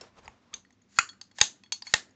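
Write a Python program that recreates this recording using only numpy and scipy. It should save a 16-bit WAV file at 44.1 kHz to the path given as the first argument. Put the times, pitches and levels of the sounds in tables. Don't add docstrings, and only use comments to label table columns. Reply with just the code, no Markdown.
import sys
import numpy as np
from scipy import signal
from scipy.fft import rfft, irfft
from scipy.io import wavfile
from scipy.ndimage import uniform_filter1d

SR = 44100
rng = np.random.default_rng(int(sys.argv[2]) if len(sys.argv) > 2 else 0)


def wrap_up_sound(samples):
    columns = np.atleast_2d(samples).T
    tamed = np.clip(columns, -1, 1)
    steps = np.round(tamed * 32767).astype(np.int16)
    wavfile.write(sys.argv[1], SR, steps)


N = 94903


def undb(db):
    return 10 ** (np.asarray(db) / 20)


def at_rms(x, db):
    return x * undb(db) / np.sqrt(np.mean(x ** 2))


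def at_peak(x, db):
    return x * undb(db) / np.abs(x).max()


def ring(x, hz, t60):
    pole = np.exp(2j * np.pi * hz / SR - np.log(1000) / (t60 * SR))
    mode = signal.lfilter([1], [1, -pole], x).imag
    return signal.lfilter(*signal.butter(2, .5 * hz, "high", fs=SR), mode)


def band(hz, width, size=N):
    return at_rms(signal.lfilter(*signal.iirpeak(hz, hz / width, SR), rng.standard_normal(size)), 0)


def drift(hz):
    span = int(SR / hz)
    return at_rms(uniform_filter1d(uniform_filter1d(rng.standard_normal(N), span), span), 0)


# (frequency [Hz], relative density [dB])
HISS_SPECTRUM = [(15, -32), (25, -5.5), (273, 0.5), (571, -18), (730, -11), (2100, -12), (2270, -19),
                 (2440, -25), (2690, -16), (6530, -18.5), (9000, -59.5), (11700, -65), (19800, -120)]
# (pitch [Hz], width [Hz], level [dB])
HUM_BANDS = [(100, 14, -74.5), (193, 5.4, -76), (240, 44, -70.5)]


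def room_tone():
    hz, db = np.array(HISS_SPECTRUM).T
    hiss = sum(undb(np.interp(np.log(f), np.log(hz), db) + .5 * drift(8)) * np.sqrt(f) * band(f, f / 3)
               for f in 30 * 2 ** np.arange(0, 8.2, .5))
    hum = sum(undb(hum_db) * band(f, width) for f, width, hum_db in HUM_BANDS)
    return at_rms(hiss, -73.5) + hum


# (band centre [Hz], t60 [s])
ROOM_DECAY = [(300, 0.44), (900, 0.2), (2000, 0.14), (4000, 0.19), (7000, 0.21)]
ROOM_DB, ROOM_GAP_S = -17.5, 0.0067
SPLIT_HZ = 2400


def room_tail(size):
    t = np.arange(size) / SR
    tail = sum(np.sqrt(hz) * band(hz, .61 * hz, size) * undb(-60 * t / t60) for hz, t60 in ROOM_DECAY)
    tail *= np.clip(t / ROOM_GAP_S - 1, 0, 1) * (t < .9 * t[-1])
    return undb(ROOM_DB) * tail / np.sqrt(np.sum(tail ** 2))


def reflections(direct, tail):
    size = len(direct)
    power = np.abs(rfft(direct)) ** 2
    fine, broad = (uniform_filter1d(power, int(blur_hz * size / SR)) for blur_hz in (454, 900))
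    hz = np.arange(len(power)) * SR / size
    return irfft(np.sqrt(np.where(hz < SPLIT_HZ, fine, broad)) * rfft(tail))


# (time [s], rustle gain [dB], rumble level [dB])
GRIP_LEVELS = [(0, -68.5, -58), (0.04, -64, -73), (.12, -81.5, -74), (.16, -77, -75), (0.188, -69, -76),
               (0.218, -79.5, -68), (0.262, -65.5, -59), (.32, -78, -67), (.4, -81, -94), (.5, -82, -79),
               (0.55, -62.5, -65.5), (.6, -82, -76), (0.699, -102, -90)]
# (centre [Hz], width [Hz], relative level [dB])
RUSTLE_BANDS = [(556, 750, 9), (1036, 170, 2.5), (2200, 440, -22.5), (5500, 11000, -3)]


def grip(t):
    times, rustle_db, rumble_db = np.array(GRIP_LEVELS).T
    rustle = sum(undb(db + 2.5 * drift(40)) * band(hz, width) for hz, width, db in RUSTLE_BANDS)
    rumble = band(hz=66, width=60)
    return undb(np.interp(t, times, rustle_db)) * rustle + undb(np.interp(t, times, rumble_db)) * rumble


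# (start [s], stop [s], gain at the stop [dB], rise [dB])
PUSHES = [(0.871, 0.985, -54, 29.5), (1.344, 1.412, -55, 12), (1.842, 1.956, -56, 2)]
# (centre [Hz], width [Hz], relative level [dB])
FRICTION_BANDS = [(1820, 1200, -3), (4600, 1200, -1.5), (6900, 600, 0)]


def bead_slides(t):
    swell = sum(undb(db - rise_db * (stop - t) / (stop - start))
                * np.clip((t - start) / .02, 0, 1) * (t < stop) for start, stop, db, rise_db in PUSHES)
    grain = undb(1.5 * drift(150))
    return swell * grain * sum(undb(db) * band(hz, width) for hz, width, db in FRICTION_BANDS)


# (time [s], pitch [Hz], width [Hz], level [dB], t60 [s])
LANDINGS = [(0.99, 7000, 200, -41.5, 0.29), (1.725, 6680, 509, -51.5, 0.17)]


def bead_chatter(t):
    return sum(undb(db - 60 * np.abs(t - start) / t60 + 4 * drift(120)) * (t > start) * band(hz, width)
               for start, hz, width, db, t60 in LANDINGS)


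# (pitch [Hz], relative gain [dB], t60 [s])
THUMP_MODES = [(64.5, -13.5, 0.033), (122, 6.5, 0.021), (210, -5.5, 0.03), (477, 1, 0.03)]


def frame_thump(impulse):
    return -sum(undb(db) * ring(impulse, hz, t60) for hz, db, t60 in THUMP_MODES)


# (pitch [Hz], relative gain [dB], t60 [s])
ROD_MODES = [(1000, -14, .06), (3345, -3, .075), (4390, 0, .11), (6400, -9, .08)]


def rod_ring(impulse, ms, noise, scatter):
    modes = sum(undb(db + 3 * draw) * ring(impulse, hz, t60)
                for (hz, db, t60), draw in zip(ROD_MODES, scatter))
    waver_db = 2.2 * at_rms(uniform_filter1d(noise, int(.005 * SR)), 0)
    onset = 1 - np.exp(-ms / .5)
    return modes * onset * undb(waver_db)


# (pitch [Hz], relative level [dB], t60 [s])
FRAME_MODES = [(836.5, -4, 0.064), (1075, -4.5, 0.031), (1290, -11, 0.03), (1871, -2.5, 0.023),
               (2050, 1, 0.012), (2810, 5, 0.011), (3331, 6.5, 0.0089), (3933, 10.5, 0.0044),
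               (4713, 9.5, 0.0047), (5198, 5.5, 0.011), (6064, 4, 0.01), (6860, 7, 0.011), (7250, 3, 0.018)]


def frame_clack(knock, rattle, scatter, low_db, high_db):
    low = high = 0
    for (hz, db, t60), draw in zip(FRAME_MODES, scatter):
        pitch = hz * (1 + .015 * draw)
        if hz < SPLIT_HZ:
            low += at_rms(ring(knock, pitch, t60), db)
        else:
            high += at_rms(ring(rattle, pitch, t60), db)
    return at_peak(low, low_db) + at_peak(high, high_db)


# (time [s], rattle [ms], bead pitch [Hz], bead level [dB], bright pitch [Hz], bright level [dB],
#  frame low [dB], frame high [dB], rod level [dB], thump level [dB])
BEAD_HITS = [ (0.0105, 10.3, 398, -34, 5346, -42, -45, -35, -59, -89),
             (0.1875, 3.3, 1200, -50, 6400, -59, -50.5, -74, -76, -50),
             (0.232, 6.1, 2200, -70, 7440, -63, -66, -77, -83, -58),
             (0.246, 2.1, 1000, -68, 6900, -54, -65, -68, -80, -76),
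             (0.2555, 12, 1960, -70, 4860, -51, -49.5, -53, -72, -63),
             (0.2783, 1.6, 900, -36.5, 6810, -50.5, -30, -46.5, -80, -71),
             (0.531, 9.3, 1230, -46, 3340, -50, -48, -72, -76, -74),
             (0.5385, 3.4, 2390, -33.5, 4440, -34, -49, -51, -58, -81),
             (0.5395, 3.9, 3620, -30, 6300, -28.5, -65, -30, -53, -81),
             (0.6494, 5.3, 1945, -50.5, 7760, -68, -87, -65, -65, -81),
             (0.7055, 1.4, 1920, -77.5, 6200, -62.5, -53.5, -55.5, -102, -82.5),
             (0.7255, 1.4, 3450, -68.5, 6500, -57, -66.5, -77, -68.5, -93),
             (0.817, 3.6, 2120, -74, 6730, -60.5, -67.5, -78, -73, -76.5),
             (0.968, 27, 1670, -48.5, 7000, -65.5, -53, -69.5, -44.5, -84),
             (0.9866, 2.9, 1383, -9, 6900, -15, -17.5, -8, -49, -34.5),
             (0.9873, 6.5, 2120, -10, 2540, -14.5, -30.5, -11.5, -60.5, -62),
             (1.03, 4.6, 1510, -47.5, 6900, -48.5, -56, -50.5, -87, -51.5),
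             (1.0899, 1.6, 1825, -48, 6900, -70, -69.5, -37.5, -35.5, -81),
             (1.131, 7.9, 1860, -55.5, 6900, -80, -56.5, -52, -90, -79),
             (1.2126, 2.9, 6390, -39.5, 4600, -36, -43.5, -36, -65, -81),
             (1.3129, 4.1, 1650, -60.5, 6570, -80, -53.5, -54, -55.5, -65.5),
             (1.3848, 41, 942, -39.5, 6050, -44.5, -32, -27.5, -66.5, -84.5),
             (1.4035, 4, 2590, -50.5, 6500, -39.5, -58, -26, -76, -90),
             (1.4127, 2.2, 3720, -15, 6400, -4, -9, 2.5, -43, -26.5),
             (1.6357, 2.05, 2570, -53, 5200, -53, -49, -45, -49, -89),
             (1.661, 2, 2110, -66, 3300, -55, -54.5, -62.5, -59, -102),
             (1.721, 7.8, 975, -38.5, 6290, -22, -34, -17.5, -22.5, -64.5),
             (1.8213, 2, 1000, -46, 4670, -28, -38, -41, -76.5, -69),
             (1.8682, 5, 2195, -37.5, 6670, -39.5, -37, -41.5, -32.5, -75),
             (1.938, 3.05, 1857, -9, 6265, -16, -11, -2.5, -54, -27.5),
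             (2.093, 2.2, 2930, -96, 4900, -62.5, -63.5, -62, -89, -87),
             (2.108, 1.8, 5000, -66.5, 6700, -60.5, -61.5, -61.5, -84, -70.5)]
ATTACK_MS, FADE_MS, RELEASE_MS = .29, 3.9, 2.6
KNOCK_SHARE = .43


def bead_clicks(size=16384):
    out, ms = np.zeros(N + size), np.arange(size) * 1000 / SR
    impulse = signal.unit_impulse(size)
    low_cut = signal.butter(3, 655, "high", fs=SR, output="sos")
    tail = room_tail(size)
    for start, rattle_ms, hz, db, bright_hz, bright_db, low_db, high_db, rod_db, thump_db in BEAD_HITS:
        noise = rng.standard_normal(size)
        scatter = noise[::-1]
        decay = np.exp(-ms / FADE_MS - np.maximum(ms - rattle_ms, 0) / RELEASE_MS)
        rattle = noise * np.minimum(ms / ATTACK_MS, 1) * decay
        knock = rattle * np.exp(-ms / (KNOCK_SHARE * rattle_ms))
        bead = at_peak(ring(knock, hz, t60=.025), db)
        bead += at_peak(ring(rattle, bright_hz, t60=.022), bright_db)
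        frame = frame_clack(knock, rattle, scatter, low_db, high_db)
        direct = signal.sosfilt(low_cut, bead + frame) + at_peak(frame_thump(impulse), thump_db)
        rod = at_peak(rod_ring(impulse, ms, noise, scatter[len(FRAME_MODES):]), rod_db)
        i = int(start * SR)
        out[i:i + size] += direct + rod + reflections(direct, tail)
    return out[:N]


def scene():
    t = np.arange(N) / SR
    return (bead_clicks() + bead_slides(t) + bead_chatter(t) + grip(t) + room_tone())[None]


def record(dry):
    soft = signal.sosfilt(signal.butter(11, 7350, fs=SR, output="sos"), dry)
    soft = signal.sosfilt(signal.butter(2, 34, "high", fs=SR, output="sos"), soft)
    rounded = .85 * np.tanh(soft / .85)
    return signal.sosfilt(signal.ellip(8, .2, 70, 9100, fs=SR, output="sos"), rounded)


dry = scene()
out = record(dry)
wrap_up_sound(out)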